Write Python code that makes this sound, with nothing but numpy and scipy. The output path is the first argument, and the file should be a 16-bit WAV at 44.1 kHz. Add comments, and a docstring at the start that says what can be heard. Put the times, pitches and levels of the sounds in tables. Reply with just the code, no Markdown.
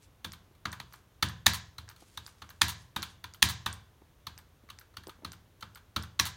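"""Slow typing on a plastic computer keyboard, on a desk in a small, quiet room, heard at one microphone.
Each key is touched, hits bottom with a short chatter and thumps the desk, then snaps free and knocks
on its upper stop; the space bar is much louder and rattles on its way up. Between strokes come finger
taps, rubs and dull bumps. The walls add a short, bright tail over a low rumble and faint hiss."""
import sys
import numpy as np
from scipy import signal
from scipy.fft import rfft, irfft
from scipy.io import wavfile

SR = 44100
rng = np.random.default_rng(int(sys.argv[2]) if len(sys.argv) > 2 else 0)


def transcribe(u):
    """Save the signal u as a 16-bit wav file named by the first command-line argument.

    u: samples, shape (n,) or (channels, n), limited to [-1, 1]; the rate is SR.
    q: integer samples, one column per channel.
    """
    v = np.clip(np.atleast_2d(u).T, -1, 1)
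    q = np.round(v * 32767).astype(np.int16)
    wavfile.write(sys.argv[1], SR, q)


N = 280476
TOP_HZ = 16000


def undb(db):
    """Decibels to gain."""
    return 10 ** (np.asarray(db) / 20)


def seconds(count):
    """Time axis of count samples."""
    return np.arange(count) / SR


def unit(x):
    """Scale to energy 1."""
    return x / np.sqrt(np.sum(x ** 2) + 1e-18)


def fade(t, t60):
    """Free decay, 60 dB in t60 seconds."""
    return np.exp(-np.log(1000) * t / t60)


def add(out, s, x):
    """Mix x into out at s seconds."""
    i = max(int(s * SR), 0)
    out[..., i:i + x.shape[-1]] += x[..., :max(out.shape[-1] - i, 0)]


def band(x, edges_hz, kind="bandpass", order=2):
    """Causal Butterworth filter."""
    sections = signal.butter(order, np.minimum(edges_hz, SR / 2 - 1), kind, fs=SR, output="sos")
    return signal.sosfilt(sections, x)


def resonate(x, hz, width_hz):
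    """One resonance, gain 1 at its centre."""
    return signal.lfilter(*signal.iirpeak(min(hz, SR / 2 - 1), hz / width_hz, fs=SR), x)


def colour(x, hz, db):
    """Filter x with a curve drawn through a few points."""
    f = np.maximum(np.fft.rfftfreq(len(x), 1 / SR), 1)
    return irfft(rfft(x) * undb(np.interp(np.log(f), np.log(hz), db)), len(x))


# Room tone, all around the microphone. Each row: frequency in Hz, relative spectral level in dB.
ROOM_TONE = [(15, -41.5), (25, -4), (59, 1), (92, 2.5), (180, -10.5), (489, -15.5), (754, -19.5),
             (1070, -19), (2550, -27), (3520, -26), (4870, -32), (6380, -31), (7710, -35), (13600, -33),
             (16000, -35)]
def room_tone(rms_db=-61.5):
    """The still air of the room: a low, steady rumble under faint hiss."""
    noise = colour(rng.standard_normal(N), *np.transpose(ROOM_TONE))
    return undb(rms_db) * np.sqrt(N) * unit(noise)


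# First reflections off the screen and nearby walls. Each row: delay in seconds, level in dB.
REFLECTIONS = [(.0032, -23.5), (0.0134, -18), (0.0271, -25.5)]
# The small room's tail. Each row: frequency in Hz, relative level in dB, 60 dB decay time in seconds.
WALL_TAIL = [(150, 9.5, 0.63), (620, -8, 0.59), (1080, -5, 0.4), (2280, -4.5, 0.38), (4270, -7, 0.36),
             (6660, -6.5, 0.37), (10200, 3.5, 0.12), (16400, -1.5, 0.097)]
def room(direct, outward, tail_db=-4.0, build_s=0.00077, count=32768):
    """Sound reaches the microphone directly, by a few reflections and as a tail whose treble dies first."""
    t = seconds(count)
    hz, db, t60 = np.transpose(WALL_TAIL)
    noise = rfft(rng.standard_normal(count))
    log_f = np.log(np.maximum(np.fft.rfftfreq(count, 1 / SR), 1))
    tail = 0
    for k, share in enumerate(np.eye(len(hz))):
        noise_band = irfft(noise * np.interp(log_f, np.log(hz), share))
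        tail = tail + undb(db[k]) * noise_band * fade(t, t60[k])
    build = 1 - np.exp(-(t / build_s) ** 2)
    out = direct + signal.fftconvolve(outward, undb(tail_db) * unit(tail * build))[:N]
    for delay_s, echo_db in REFLECTIONS:
        add(out, delay_s, undb(echo_db) * direct)
    return out


# Fingers sliding, barely audible at the microphone. Each row: middle and length in seconds, level in dB.
FINGER_SLIDES = [(0.034, 0.028, -63), (0.95, 0.065, -68), (2.007, 0.037, -65.5), (2.11, 0.11, -68),
                 (2.28, 0.053, -65), (2.488, 0.48, -74), (2.804, 0.07, -69), (3.096, 0.05, -63.5)]
def finger_slides(centre_hz=4500, width_hz=8000, grain_db=3.5):
    """Skin rubs softly and unevenly over the caps."""
    t = seconds(N)
    pressure = sum(undb(db) * np.exp(-2 * ((t - s) / length_s) ** 2) for s, length_s, db in FINGER_SLIDES)
    catches = undb(grain_db * np.repeat(rng.standard_normal(N // 128 + 1), 128)[:N])
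    friction = band(catches * rng.standard_normal(N), [900, 11000])
    return pressure * np.sqrt(N) * unit(resonate(friction, centre_hz, width_hz))


# Dull bumps in the background. Each row: start in seconds, relative level in dB, pitch in Hz.
SOFT_BUMPS = [(0.509, -57.5, 346), (2.022, -48, 290), (4.017, -52.5, 316), (4.634, -55.5, 220),
              (5.069, -42, 382.4), (5.084, -43, 336), (5.187, -56.5, 219), (5.221, -49.5, 638),
              (5.232, -49.5, 320)]
def bumps(gain_db=18, swell_s=0.0025, scuff_db=1, count=4096):
    """Soft contacts: a few dull cycles and a little scuff, with no click."""
    out, t = np.zeros(N), seconds(count)
    for s, db, hz in SOFT_BUMPS:
        push = t * np.exp(-t / swell_s)
        tone = unit(push * np.sin(2 * np.pi * hz * t))
        scuff = unit(band(push * rng.standard_normal(count), [110, 650]))
        add(out, s, undb(db + gain_db) * (tone + undb(scuff_db) * scuff))
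    return out


# The desk top under the keyboard.
# Each row: mode frequency in Hz, relative level in dB, 60 dB decay time in seconds.
DESK_MODES = [(61.7, -20, 1), (79.4, 0, .45), (102.4, -1, 0.54), (123.5, -6.5, 0.74), (161.4, -6.5, 0.57),
              (175.6, -8, 0.65), (209.5, -3, .33), (254, -10.5, 0.16), (277, -8, 0.22), (324.4, -8.5, 0.29),
              (343, -14, 0.2)]
def desk_thump(deep_db, hollow_db, rise_s, push_db, split_hz=140, count=32768):
    """The push travels through the keyboard's feet; the desk's modes swell and ring on."""
    t = seconds(count)
    deep, hollow = 0, 0
    for hz, db, t60 in DESK_MODES:
        scatter_db = 1.2 * rng.standard_normal()
        mode = undb(db + scatter_db) * np.sin(2 * np.pi * (hz * t + rng.random())) * fade(t, t60)
        # the whole top bows slowly; its shorter bending waves answer sooner
        if hz < split_hz:
            deep = deep + mode * (1 - np.exp(-(t / rise_s) ** 2))
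        else:
            hollow = hollow + mode * (1 - np.exp(-(2 * t / rise_s) ** 2))
    push = band(rng.standard_normal(count), [200, 650], order=1) * fade(t, 0.23)
    return undb(deep_db) * unit(deep) + undb(hollow_db) * (unit(hollow) + undb(push_db) * unit(push))


def registers(contact, db, bright_db=0):
    """Levels in dB of case, keycap and edge for a contact; a brighter blow trades case for edge."""
    return np.array(contact) + db + bright_db * np.array([-1, 0, 1])


def voice(x, register_db, split_hz=(760, 2400, 6500)):
    """Where the finger lands decides how much the case, the cap and its hard edges speak."""
    rest, out = band(x, split_hz[0], "highpass", order=3), 0
    for hz, db in zip(split_hz[1:], register_db):
        out = out + undb(db) * unit(band(rest, hz, "lowpass", order=3))
        rest = band(rest, hz, "highpass", order=3)
    return out + undb(register_db[-1]) * unit(band(rest, TOP_HZ, "lowpass"))


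def clack(modes, register_db, chatter_s, settle_db, settle_s, walls_db=0,
          grain=0.4, crack_db=-17, count=2048):
    """A burst of tiny impacts on plastic; returns the sound towards the microphone and towards the walls."""
    t = seconds(count)
    # the parts chatter while the finger drives them, then settle
    force = np.exp(-(t / chatter_s) ** 4) + undb(settle_db) * np.exp(-t / settle_s)
    impacts = force * rng.standard_normal(count) * np.exp(grain * rng.standard_normal(count))
    ring = undb(crack_db) * impacts
    for k, (hz, width, db) in enumerate(modes):
        detuned_hz = hz * (1 + 0.0076 * rng.standard_normal())
        ring = ring + (-1) ** k * undb(db) * resonate(impacts, detuned_hz, width)
    # summed over all directions the chatter evens out into one blow with a smooth spectrum
    f = np.geomspace(100, SR / 2, num=96)
    mode_power = sum(undb(db) ** 2 / (1 + ((f - hz) / (width / 2)) ** 2) for hz, width, db in modes)
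    middle = min(int((chatter_s + 0.0018) * SR / 2), count // 2)
    blow = colour(signal.unit_impulse(count, middle), f, 10 * np.log10(undb(crack_db) ** 2 + mode_power))
    return np.array([voice(ring, register_db), undb(walls_db) * voice(blow, register_db)])


# A key ringing on the plastic case. Each row: frequency in Hz, width in Hz, relative level in dB.
KEY_MODES = [(870, 140, -2.5), (1027, 130, 4), (1350, 360, -3), (1560, 100, 2.5), (1660, 380, -3.5),
             (2360, 71, 0), (2850, 670, -5), (3264, 550, 4.5), (3560, 650, 2.5), (4540, 510, -1.5),
             (5140, 570, -17.5), (6400, 970, -7.5), (9000, 600, -23.5), (14700, 760, -11.5)]
def key_tick(register_db, ping_hz, chatter_s, gain_db=3.0, ping_db=3, ping_share=0.14):
    """One light knock of a key; the desk stays still."""
    modes = KEY_MODES + [(ping_hz, ping_share * ping_hz, ping_db)]
    return undb(gain_db) * clack(modes, register_db, chatter_s, settle_db=15, settle_s=0.0059, walls_db=0.5)


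# Faint taps on the keyboard. Each row: start in seconds, strength in dB, brightness in dB.
FINGER_TAPS = [(.55, -44.5, 5), (1.878, -38, -1.5), (1.912, -35, 2), (1.9618, -35.5, 7), (2.44, -44, -9),
               (4.688, -34.5, -1), (4.939, -42, 1), (5.035, -33.5, 4.5), (5.608, -32, 11), (5.7725, -33, 4)]
def finger_taps(contact_db=(3.3, -1.2, -12), ping_hz=1450, ping_scatter=0.14):
    """Fingertips come down on caps without pressing them."""
    out = np.zeros((2, N))
    for s, db, bright_db in FINGER_TAPS:
        hz = ping_hz * np.exp(ping_scatter * rng.standard_normal())
        add(out, s, key_tick(registers(contact_db, db, bright_db), hz, chatter_s=0.0026))
    return out


# The snap of a key unseating. Each row: frequency in Hz, width in Hz, relative level in dB.
SNAP_MODES = [(4940, 1800, -3), (8800, 1300, -1)]
# Letter keys springing back. Each row: start in seconds, snap strength and brightness in dB,
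# rise time in seconds, strength and hollowness of the knock on the upper stop in dB.
KEY_RELEASES = [(0.3199, -21.5, -6.5, 0.013, -23.5, -4), (0.718, -27.5, 5, 0.0097, -17.5, 1),
                (0.9248, -30, -13, 0.012, -29, 2.5), (1.2862, -22, 0, 0.0078, -33, 11),
                (1.889, -22, -8, 0.0094, -30.5, -0.5), (2.264, -20, -5, 0.013, -35, 5.5),
                (2.4914, -27.5, -13, 0.012, -27, -1), (3.0212, -19, -4, 0.0063, -9.5, -7),
                (3.337, -25, -4, 0.008, -29.5, -2.5), (3.7281, -24, 7.5, 0.0087, -46, -1),
                (4.3775, -23.5, -8.5, 0.0089, -32, -1), (4.7874, -24, -9.5, 0.024, -34.5, 2.5),
                (5.07, -25.5, 0.5, 0.024, -24, 0), (5.319, -20.5, -8, .013, -29, -1),
                (5.7485, -31.5, 2.5, 0.0079, -28.5, 1.5), (6.0248, -23.5, 0.5, 0.01, -25.5, -0.5)]
def key_releases(unseat_db=(-13.5, 0, -1.5), knock_db=(-0.3, -1.5, -9.5), stop_hz=1450, ping_scatter=0.077,
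                 zing_after_s=0.0086, zing_s=0.003, zing_hz=(11300, 15000), zing_db=-32, count=1024):
    """A key snaps as it unseats, zings thinly as it slides up and knocks on its upper stop."""
    out = np.zeros((2, N))
    sliding = np.exp(-((seconds(count) - zing_after_s) / zing_s) ** 2)
    for s, snap_db, bright_db, rise_s, stop_db, hollow_db in KEY_RELEASES:
        snap = clack(SNAP_MODES, registers(unseat_db, snap_db, bright_db), chatter_s=0.0013,
                     settle_db=-10, settle_s=0.002, walls_db=-3.5)
        ping_hz = stop_hz * np.exp(ping_scatter * rng.standard_normal())
        zing = band(sliding * rng.standard_normal(count), zing_hz, order=3)
        knock = key_tick(registers(knock_db, stop_db) + [hollow_db, 0, 0], ping_hz, chatter_s=0.002)
        add(out, s, band(snap, 10000, "lowpass", order=6))
        add(out, s, undb(zing_db) * unit(zing))
        add(out, s + rise_s, knock)
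    return out


# The space bar ringing on the case. Each row: frequency in Hz, width in Hz, relative level in dB.
BAR_MODES = [(890, 96, -15), (1123, 71, 2.5), (1700, 150, 3.5), (2000, 260, 4.5), (2220, 71, -2),
             (2505, 130, 1.5), (3237, 230, 0), (3790, 270, 3), (4043, 260, 3), (4800, 900, -3),
             (5500, 980, -5), (6440, 1500, -5.5), (8100, 1200, -16), (9180, 440, -8.5), (11140, 670, -16),
             (15400, 10000, -12)]
# Space bar strokes, the loudest at the microphone.
# Each row: start in seconds, strength and brightness in dB, time held down in seconds, ping in Hz.
BAR_STROKES = [(1.4644, 4.5, 0, 0.07, 1768), (2.6163, 2, -0.7, 0.066, 1750), (3.4253, 5, 1, .0618, 3110),
               (6.196, -0.4, -0.5, 0.058, 5740)]
def space_bar(touch_db=(-8.5, -4, -18.5), land_db=(-0.2, 4.6, -2.1), click_db=2.5, lead_s=0.0042,
              ping_db=3, ping_width_hz=140, flex_hz=900, flex_width_hz=130, flex_db=0):
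    """The thumb takes up the slack of the long bar, which slams down, flexes the case and thumps the desk."""
    out = np.zeros((2, N))
    for s, db, bright_db, _, ping_hz in BAR_STROKES:
        modes = BAR_MODES + [(ping_hz, ping_width_hz, ping_db), (flex_hz, flex_width_hz, flex_db)]
        touch = clack(KEY_MODES, registers(touch_db, db, bright_db), chatter_s=0.0058,
                      settle_db=-24.5, settle_s=0.0023)
        landing = clack(modes, registers(land_db, db, bright_db), chatter_s=0.0033,
                        settle_db=-22, settle_s=0.011, walls_db=-2.0)
        add(out, s - lead_s, touch)
        add(out, s, undb(click_db) * landing)
        add(out[0], s, undb(db) * desk_thump(deep_db=-5, hollow_db=-11.5, rise_s=0.0039, push_db=-11.5))
    return out


def bar_rattles(rattle_db=(-13.5, -9.5, -11), stop_db=-3, bounce_s=0.007):
    """The released space bar hits its stop, then shakes on its wire, equally hard after every blow."""
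    out = np.zeros((2, N))
    for s, _, _, held_s, _ in BAR_STROKES:
        knock = clack(KEY_MODES, registers(rattle_db, stop_db), chatter_s=0.002,
                      settle_db=-8, settle_s=0.004, walls_db=-3.5)
        shake = clack(KEY_MODES, rattle_db, chatter_s=0.016, settle_db=7, settle_s=0.017, walls_db=-0.5)
        add(out, s + held_s, knock)
        add(out, s + held_s + bounce_s, shake)
    return out


# Letter keys going down, in the foreground. Each row: start in seconds, strength and brightness in dB,
# deep thump and hollow knock in dB relative to the strength, chatter in seconds, ping in Hz.
LETTER_STROKES = [(.246, -14.5, 1, 0, -2.5, .0064, 3570), (0.6547, -13, -5.5, 2, -1, .0048, 1210),
                  (0.8004, -20, -1, 2.5, -7.5, 0.0034, 1040), (1.2261, -2, 0, 0, -5.5, 0.0067, 1750),
                  (1.7829, -20, 1, 5, -11, 0.0045, 3970), (2.1744, -17, 1, -2, -12.5, 0.0034, 3750),
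                  (2.4197, -25, -3, 4, -3, 0.0082, 1120), (2.963, -8, -1, -4, -5, 0.0038, 3710),
                  (3.2413, -18.5, -1.5, 0.5, -11.5, 0.0028, 3500),
                  (3.6622, -5, -1.5, -2.5, -12, .004, 3590), (4.269, -17, 0, -0.5, -10.5, .0035, 4090),
                  (4.7011, -24.5, 1, -3.5, -19, 0.0063, 1216), (4.9696, -21, 0, 0, -6, 0.003, 1460),
                  (5.248, -17, -.5, 2, -2, 0.0039, 3920), (5.625, -21.5, -4.5, 2, -2.5, 0.0081, 1360),
                  (5.963, -8.5, -1.5, 3.5, -2, 0.0057, 1355)]
def letter_keys(touch_db=(-11.5, -5, -13), land_db=(-1.3, 1.5, -9), click_db=4.0, lead_s=0.0016,
                ping_db=7, ping_width_hz=200):
    """A fingertip ticks on the cap, then the key lands with its own ping and shakes the desk."""
    out = np.zeros((2, N))
    for s, db, bright_db, deep_db, hollow_db, chatter_s, ping_hz in LETTER_STROKES:
        modes = KEY_MODES + [(ping_hz, ping_width_hz, ping_db)]
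        touch = clack(KEY_MODES, registers(touch_db, db, bright_db), chatter_s=0.0019,
                      settle_db=-23, settle_s=0.0044)
        landing = clack(modes, registers(land_db, db, bright_db), chatter_s,
                        settle_db=-4, settle_s=0.0073, walls_db=-2.5)
        add(out, s - lead_s, touch)
        add(out, s, undb(click_db) * landing)
        add(out[0], s, undb(db) * desk_thump(deep_db, hollow_db, rise_s=0.0036, push_db=-7.5))
    return out


def scene():
    """The keyboard on its desk, heard in mono from one spot in the room."""
    keys = letter_keys() + key_releases() + space_bar() + bar_rattles()
    direct, outward = keys + finger_taps() + finger_slides()
    return (room(direct + bumps(), outward) + room_tone())[None]


def record(dry, low_hz=38):
    """The microphone loses the deepest bass and the very top is cut."""
    heard = np.clip(band(dry, low_hz, "highpass"), -1, 1)
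    return signal.sosfilt(signal.ellip(10, 0.2, 70, TOP_HZ, fs=SR, output="sos"), heard)


dry = scene()
out = record(dry)
transcribe(out)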